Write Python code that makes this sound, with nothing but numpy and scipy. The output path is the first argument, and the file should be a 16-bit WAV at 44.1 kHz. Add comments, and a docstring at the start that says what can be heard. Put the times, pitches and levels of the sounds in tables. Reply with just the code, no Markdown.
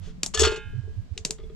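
"""A lidded metal pot is lifted by its handle outdoors: the lid rattles and clanks on the rim (touches and
blows ringing tuned modes, plus scratch noise), soft knocks ring the body, the handle squeaks and taps.
Beside it a small wood fire hisses and snaps: noise bursts, each with an echo and a diffuse tail.
Wind buffets the right microphone port as short low swings, over lumpy low noise and a faint hum."""
import sys
import numpy as np
from scipy import signal
from scipy.fft import rfft, irfft
from scipy.io import wavfile

SR = 44100
rng = np.random.default_rng(int(sys.argv[2]) if len(sys.argv) > 2 else 0)


def wrap_up_sound(samples):
    """Save the sound to the file named by the first command line argument, as 16-bit audio."""
    columns = np.atleast_2d(samples).T
    # keep every value between -1 and 1, then stretch to whole-number steps
    tamed = np.clip(columns, -1, 1)
    steps = np.round(tamed * 32767).astype(np.int16)
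    wavfile.write(sys.argv[1], SR, steps)


N = 68355  # length in samples

# Fire hiss spectrum: f/Hz, level/dB (per Hz)
HISS_COLOUR = [(120, -4.5), (200, 0), (400, -14), (1300, -22.5), (4500, -27), (8000, -33.5), (10000, -48),
               (16000, -51.5)]
# Low wind noise spectrum: f/Hz, level/dB (per Hz)
WIND_COLOUR = [(12, -20), (20, 10), (81, 1), (97, -14.5), (127, -3.5), (168, -6), (300, -32.5), (400, -58)]
# Wind buffets: centre t/s, nominal length/s (swells last 1.19 times this), f/Hz, level/dB
WIND_BUFFETS = [(0.024, 0.067, 89.4, -29), (0.434, 0.14, 76.8, -15.5), (0.506, 0.032, 58.6, -23),
                (0.668, 0.045, 93, -29.5), (0.759, 0.054, 111.1, -22), (0.79, 0.048, 116.5, -19),
                (0.856, 0.098, 90.8, -27), (0.9, 0.1, 70.5, -28), (0.989, 0.057, 99.1, -21),
                (1.125, 0.037, 81.7, -21), (1.209, 0.043, 83, -32.5), (1.415, 0.023, 59.9, -31)]
# Fire snaps: t/s, level/dB, body/dB (relative), treble/dB (relative)
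FIRE_SNAPS = [(.232, -15, 1.5, 0), (0.2612, -21.5, -7.5, 1.5), (1.1766, -28.5, 6.5, -8),
              (1.2496, -16.5, 2, -1.5), (1.307, -21, -1, 1)]
# Spectrum of the snap bursts: f/Hz, level/dB (per Hz)
SNAP_SPECTRUM = [(88, -31), (150, 2), (300, -2.5), (600, -14), (1480, -15), (4300, -2.5), (6910, -1.5),
                 (8900, -11), (13700, -26), (16000, -27)]
# Spectrum of the snap tails: f/Hz, level/dB (per Hz)
TAIL_SPECTRUM = [(350, -29), (600, -2), (1550, -15), (5120, -6.5), (7210, 2.5), (14500, -37.5),
                 (16000, -49.5)]
# Handle taps on its lug: t/s, level/dB
HANDLE_TAPS = [(1.384, -63.5), (1.4, -66.5), (1.432, -69.5), (1.497, -72)]
# Handle modes: f/Hz, level/dB, t60/s
HANDLE_MODES = [(1225, -12, .07), (2134, -13, 0.045), (3400, -7, 0.045)]
# Soft knocks of the lid on the rim: t/s, level/dB, lower modes/dB (relative)
LID_KNOCKS = [(0.072, -44, -13), (0.346, -28, -8.5), (0.396, -20, -5.5), (0.416, -14.5, -1.5),
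              (0.435, -23, -15), (0.468, -16, -2.5), (0.519, -24, -0.5), (0.573, -36.5, 2.5),
              (0.732, -53, 6), (0.834, -54.5, 0), (0.875, -46.5, 3), (1.165, -48, 2), (1.186, -48, 1.5),
              (1.26, -46, 5.5), (1.295, -35, -2.5), (1.392, -42.5, 1), (1.435, -41.5, -2.5),
              (1.498, -40, -2.5)]
# Pot body modes: f/Hz, level/dB, t60/s
BODY_MODES = [(289, 1, 0.053), (355, -5.5, 0.07), (401.6, -0.5, 0.09), (437.5, -1.5, 0.21), (609, 2, 0.098)]
# Clanks, where the lid strikes and rings: t/s, level/dB
LID_CLANKS = [(.396, -30), (.44, -23), (.52, -34.5)]
# Lid mode pitches: f/Hz
LID_PITCHES = [904, 1066, 1408, 1587, 1642, 1793, 2139, 2304, 2476, 2549, 2665, 2972, 3095, 3537, 4287,
               2902, 852, 1157, 2040, 3750, 3042]
# The same lid modes, in order: level/dB, t60/s
LID_RINGS = [(-10, 0.28), (-16.5, 0.37), (-6.5, 0.573), (-22, 0.82), (-13, 1.07), (-19, 0.64), (-20, .6),
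             (-19, 0.52), (-20, 0.6), (-13.5, 0.5), (-11.5, 0.46), (-20, .6), (-18, 0.694), (-19, 0.52),
             (-12.5, 0.22), (-19.5, 0.508), (-17.5, 0.53), (-20.5, 0.46), (-17, 0.334), (-18, 0.41),
             (-24, 0.94)]
# Rim mode pitches: f/Hz
RIM_PITCHES = [1197, 1236, 2880, 3388, 3478, 4390, 5450, 6690, 7206, 7905]
# The same rim modes, in order: level/dB
RIM_LEVELS = [-5, -6, -2.5, -3.5, -2.5, -1.5, -5, -1, -2.5, -5]
# Lid rattles: t/s, level/dB, treble/dB (relative), t60/s
LID_RATTLES = [(0.337, -30, -6, 0.28), (0.3424, -28, 10.5, 0.04), (.372, -32, 0, 0.17),
               (.392, -24.5, 13.5, 0.089), (.401, -26.5, 4.5, 0.23), (0.431, -18, -5.5, 0.12),
               (0.446, -23, -7, 0.089), (0.471, -28, -14, 0.094), (.513, -38, -4.5, 0.15),
               (.558, -34.5, -4, 0.063)]
# Scratch spectrum, also used for the rustle: f/Hz, level/dB (per Hz)
SCRATCH_COLOUR = [(320, -45.5), (550, -6.5), (981, -8.5), (1210, -4), (2320, -7.5), (3390, -0.5),
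                  (3850, -7.5), (6580, -7.5), (9360, -23.5), (13900, -35), (16000, -39)]

# Pans are left minus right, in dB
AIR_DB = -56
RUSTLE_S, RUSTLE_LENGTH_S, RUSTLE_DB = 0.069, 0.16, -54.5
WIND_DB, WIND_LUMPS_DB, WIND_PAN_DB = -42, 3, -3
BUFFET_LEAK_DB = -20  # buffets in the left port, relative to the right
HUM_S, HUM_LENGTH_S, HUM_HZ, HUM_DB = .2, .7, 182, -45
HUM_T60_S = 2.5 / 28
SNAP_RISE_S, SNAP_HOLD_S, SNAP_T60_S = 0.00089, 0.0016, 0.009  # hold is counted from the onset
ECHO_S, ECHO_DB, TAIL_DB, TAIL_T60_S, SNAP_PAN_DB = 0.00773, -17, -14.5, 0.13, 2
TAP_T60_S = 0.052
SQUEAK_S, SQUEAK_SWELL_S, SQUEAK_HZ, SQUEAK_DB = .358, .036, 1730, -26.5
BODY_PAN_DB, CONTACT_HZ = 6.5, 471  # upper edge of the soft contact
LID_PAN_DB = -3.5
TOUCHES_PER_S = 2500  # average rate of chance touches
RATTLE_RISE_S, RIM_T60_S = 0.0024, 0.04
RIM_DB, SCRATCH_DB, RATTLE_PAN_DB = -26, 1, 1.5
TREBLE_SPLIT_HZ = 5000
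PORT_LAG_S, CUTOFF_HZ = .000025, 16500


def from_db(db):
    """Amplitude factor of a level in dB."""
    return 10 ** (np.asarray(db) / 20)


def rms_one(x):
    """Scale to an overall rms of 1."""
    return x / np.sqrt(np.mean(x ** 2) + 1e-20)


def pan(db):
    """Left and right gains whose ratio is db; positive leans left."""
    return from_db(np.array([[db / 2], [-db / 2]]))


def coloured(x, points):
    """Minimum-phase filter following the spectrum; white noise of rms 1 keeps rms 1."""
    hz, db = np.transpose(points)
    grid = np.linspace(0, SR / 2, 2049)
    level_db = np.interp(np.log(grid + 1), np.log(hz), db, left=db[0] - 20)
    # Folding the cepstrum of the log gain makes the phase minimal
    cepstrum = irfft(level_db * np.log(10) / 20)
    cepstrum[1:2048] *= 2
    cepstrum[2049:] = 0
    taps = irfft(np.exp(rfft(cepstrum)))
    taps = taps / np.linalg.norm(taps)
    taps = np.reshape(taps, (1,) * (x.ndim - 1) + (-1,))
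    return signal.fftconvolve(x, taps, axes=-1)[..., :N]


def filtered(x, order, hz, kind="low"):
    """Butterworth filter."""
    return signal.sosfilt(signal.butter(order, hz, kind, fs=SR, output="sos"), x)


def drift(rate):
    """Slow random wander of spread 1, one per channel: noise through two equal low-pass poles."""
    r = np.exp(-2 * np.pi * rate / SR)
    wander = signal.lfilter([1], [1, -2 * r, r * r], rng.standard_normal((2, N + SR)))
    return rms_one(wander[:, SR:])  # skip the settling second


def ring(drive, hz, t60):
    """One mode: a two-pole resonator whose free ringing falls 60 dB in t60 seconds."""
    r, w = from_db(-60 / (t60 * SR)), 2 * np.pi * hz / SR
    return signal.lfilter([0, np.sin(w)], [1, -2 * r * np.cos(w), r * r], drive + 1e-18)


def dying(t, t60):
    """Exponential decay starting at t = 0, silent before."""
    return (t >= 0) * from_db(-60 * np.maximum(t, 0) / t60)


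def bump(centre, length):
    """Smooth raised-cosine swell of the given full length in seconds."""
    return np.cos(np.pi * np.clip((np.arange(N) / SR - centre) / length, -.5, .5)) ** 2


def stereo_noise(alike):
    """Left and right noise sharing the given part of their power."""
    a = np.clip(alike, 0, 1)
    shared = rng.standard_normal(N)
    return np.sqrt(a) * shared + np.sqrt(1 - a) * rng.standard_normal((2, N))


def air():
    """Wide, gently wavering hiss of the fire, and a brief rustle as the pot brushes the stone."""
    hiss = coloured(stereo_noise(0.032), HISS_COLOUR) * from_db(AIR_DB + 0.5 * drift(13.3))
    brush = coloured(stereo_noise(0.68), SCRATCH_COLOUR)
    return hiss + from_db(RUSTLE_DB) * bump(RUSTLE_S, RUSTLE_LENGTH_S) * brush


def wind():
    """Buffets swing low tones mostly in the right port, over lumpy low noise and a swelling hum."""
    t = np.arange(N) / SR
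    swings = np.zeros(N)
    for s, length, hz, db in WIND_BUFFETS:
        swings += from_db(db) * bump(s, length * 1.19) * np.sin(2 * np.pi * hz * (t - s))
    lumps_db = WIND_DB + WIND_LUMPS_DB * drift(7.9)
    lumps = coloured(rng.standard_normal((2, N)), WIND_COLOUR) * from_db(lumps_db)
    hum = rms_one(ring(stereo_noise(0.25), HUM_HZ, HUM_T60_S))
    hum = hum * from_db(HUM_DB) * bump(HUM_S, HUM_LENGTH_S) * pan(4.0)
    return swings * from_db([[BUFFET_LEAK_DB], [0]]) + lumps * pan(WIND_PAN_DB) + hum


def snap_shape(t):
    """Fast rise, short hold and steep decay of one crack."""
    return np.clip(t / SNAP_RISE_S, 0, 1) * dying(np.maximum(t - SNAP_HOLD_S, 0), SNAP_T60_S)


def snaps():
    """Each snap is a burst of a few ms, one echo off the stones and a wide tail, with its own tone."""
    out = np.zeros((2, N))
    burst = stereo_noise(0.95)
    tail = coloured(stereo_noise(0.12), TAIL_SPECTRUM)
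    for s, db, body_db, treble_db in FIRE_SNAPS:
        t = np.arange(N) / SR - s
        envelope = snap_shape(t) + from_db(ECHO_DB) * snap_shape(t - ECHO_S)
        crack = coloured(burst * envelope, SNAP_SPECTRUM)
        late = tail * from_db(TAIL_DB) * dying(t, TAIL_T60_S)
        tone = [(20, 0), (1200, 0.0067), (3000, body_db), (6500, 0), (10000, treble_db)]
        out += from_db(db) * coloured(crack + late, tone)
    return out * pan(SNAP_PAN_DB)


def handle():
    """Soft noisy taps ring the handle and thud; once it slips in its lug with a swelling tone."""
    t = np.arange(N) / SR
    taps = sum(from_db(db) * dying(t - s, TAP_T60_S) for s, db in HANDLE_TAPS)
    rings = np.zeros(N)
    for hz, db, t60 in HANDLE_MODES:
        rings += from_db(db) * ring(taps * rng.standard_normal(N), hz, t60)
    thud = filtered(taps * rng.standard_normal(N), 4, 4000)
    t = t - SQUEAK_S
    swell = np.clip(t / SQUEAK_SWELL_S, 0, 1) * dying(np.maximum(t - SQUEAK_SWELL_S, 0), .02)
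    squeak = from_db(SQUEAK_DB) * swell * np.sin(2 * np.pi * SQUEAK_HZ * t)
    return rings + from_db(16.5) * thud + squeak


def knocks():
    """Soft contacts, clicks narrowed to a low band, ring the modes of the pot body."""
    s, db, low_db = np.transpose(LID_KNOCKS)
    soft = np.zeros((2, N))  # drives of the lower and of the upper modes
    soft[:, (s * SR).astype(int)] = from_db([db + low_db, db])
    soft = filtered(soft, 2, [350, CONTACT_HZ], "band")
    body = sum(from_db(d) * ring(soft[int(hz > 420)], hz, t60) for hz, d, t60 in BODY_MODES)
    return body * pan(BODY_PAN_DB)


def clanks():
    """Single blows, slightly dulled, set all the lid modes ringing."""
    blows = np.zeros(N)
    for s, db in LID_CLANKS:
        blows[int(s * SR)] = from_db(db)
    blows = filtered(blows, 2, 5000)
    lid = sum(from_db(db) * ring(blows, hz, t60) for hz, (db, t60) in zip(LID_PITCHES, LID_RINGS))
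    return lid * pan(LID_PAN_DB)


def chance_touches(born):
    """Touches at the given moments with random size and sign, at rms 1."""
    sizes = from_db(3.9 * np.minimum(rng.exponential(1, N), 4)) * rng.choice([-1, 1], N)
    return rms_one(born * sizes)


def rattles():
    """Dying runs of chance touches of the lid ring the rim and scratch it; treble has its own level."""
    t = np.arange(N) / SR
    level, treble = np.zeros(N), np.zeros(N)
    for s, db, treble_db, t60 in LID_RATTLES:
        run = np.clip((t - s) / RATTLE_RISE_S, 0, 1) * dying(t - s, t60)
        level += from_db(db) * run
        treble += from_db(db + treble_db) * run
    born = rng.random(N) < TOUCHES_PER_S / SR
    out = np.zeros((2, N))
    for hz, db in zip(RIM_PITCHES, RIM_LEVELS):
        is_high = hz > TREBLE_SPLIT_HZ
        touches = (treble if is_high else level) * chance_touches(born)
        side = pan(RATTLE_PAN_DB + (4 if is_high else 0))
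        out += from_db(db + RIM_DB) * ring(touches, hz, RIM_T60_S) * side
    grains = chance_touches(born) * .5 + 0.34 * rng.standard_normal((2, N))
    scratch = coloured(grains, SCRATCH_COLOUR)
    high = filtered(scratch, 4, TREBLE_SPLIT_HZ, "high")
    low = filtered(scratch, 4, TREBLE_SPLIT_HZ)
    scratch = low * level + high * treble * pan(3.4)
    return out + from_db(SCRATCH_DB) * scratch * pan(RATTLE_PAN_DB)


def pot():
    """The lid works against the pot three ways: body knocks, ringing clanks and rattles."""
    return knocks() + clanks() + rattles()


def scene():
    """Layer everything from the background to the pot."""
    return air() + wind() + snaps() + handle() + pot()


def record(dry):
    """Sound reaches the right port slightly later, by a phase slope; the top is cut steeply."""
    lag = np.exp(-2j * np.pi * np.fft.rfftfreq(N, 1 / SR) * [[0], [PORT_LAG_S]])
    lagged = irfft(rfft(dry) * lag, N)
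    return signal.sosfilt(signal.cheby2(12, 70, CUTOFF_HZ, fs=SR, output="sos"), lagged)


dry = scene()
out = record(dry)
wrap_up_sound(out)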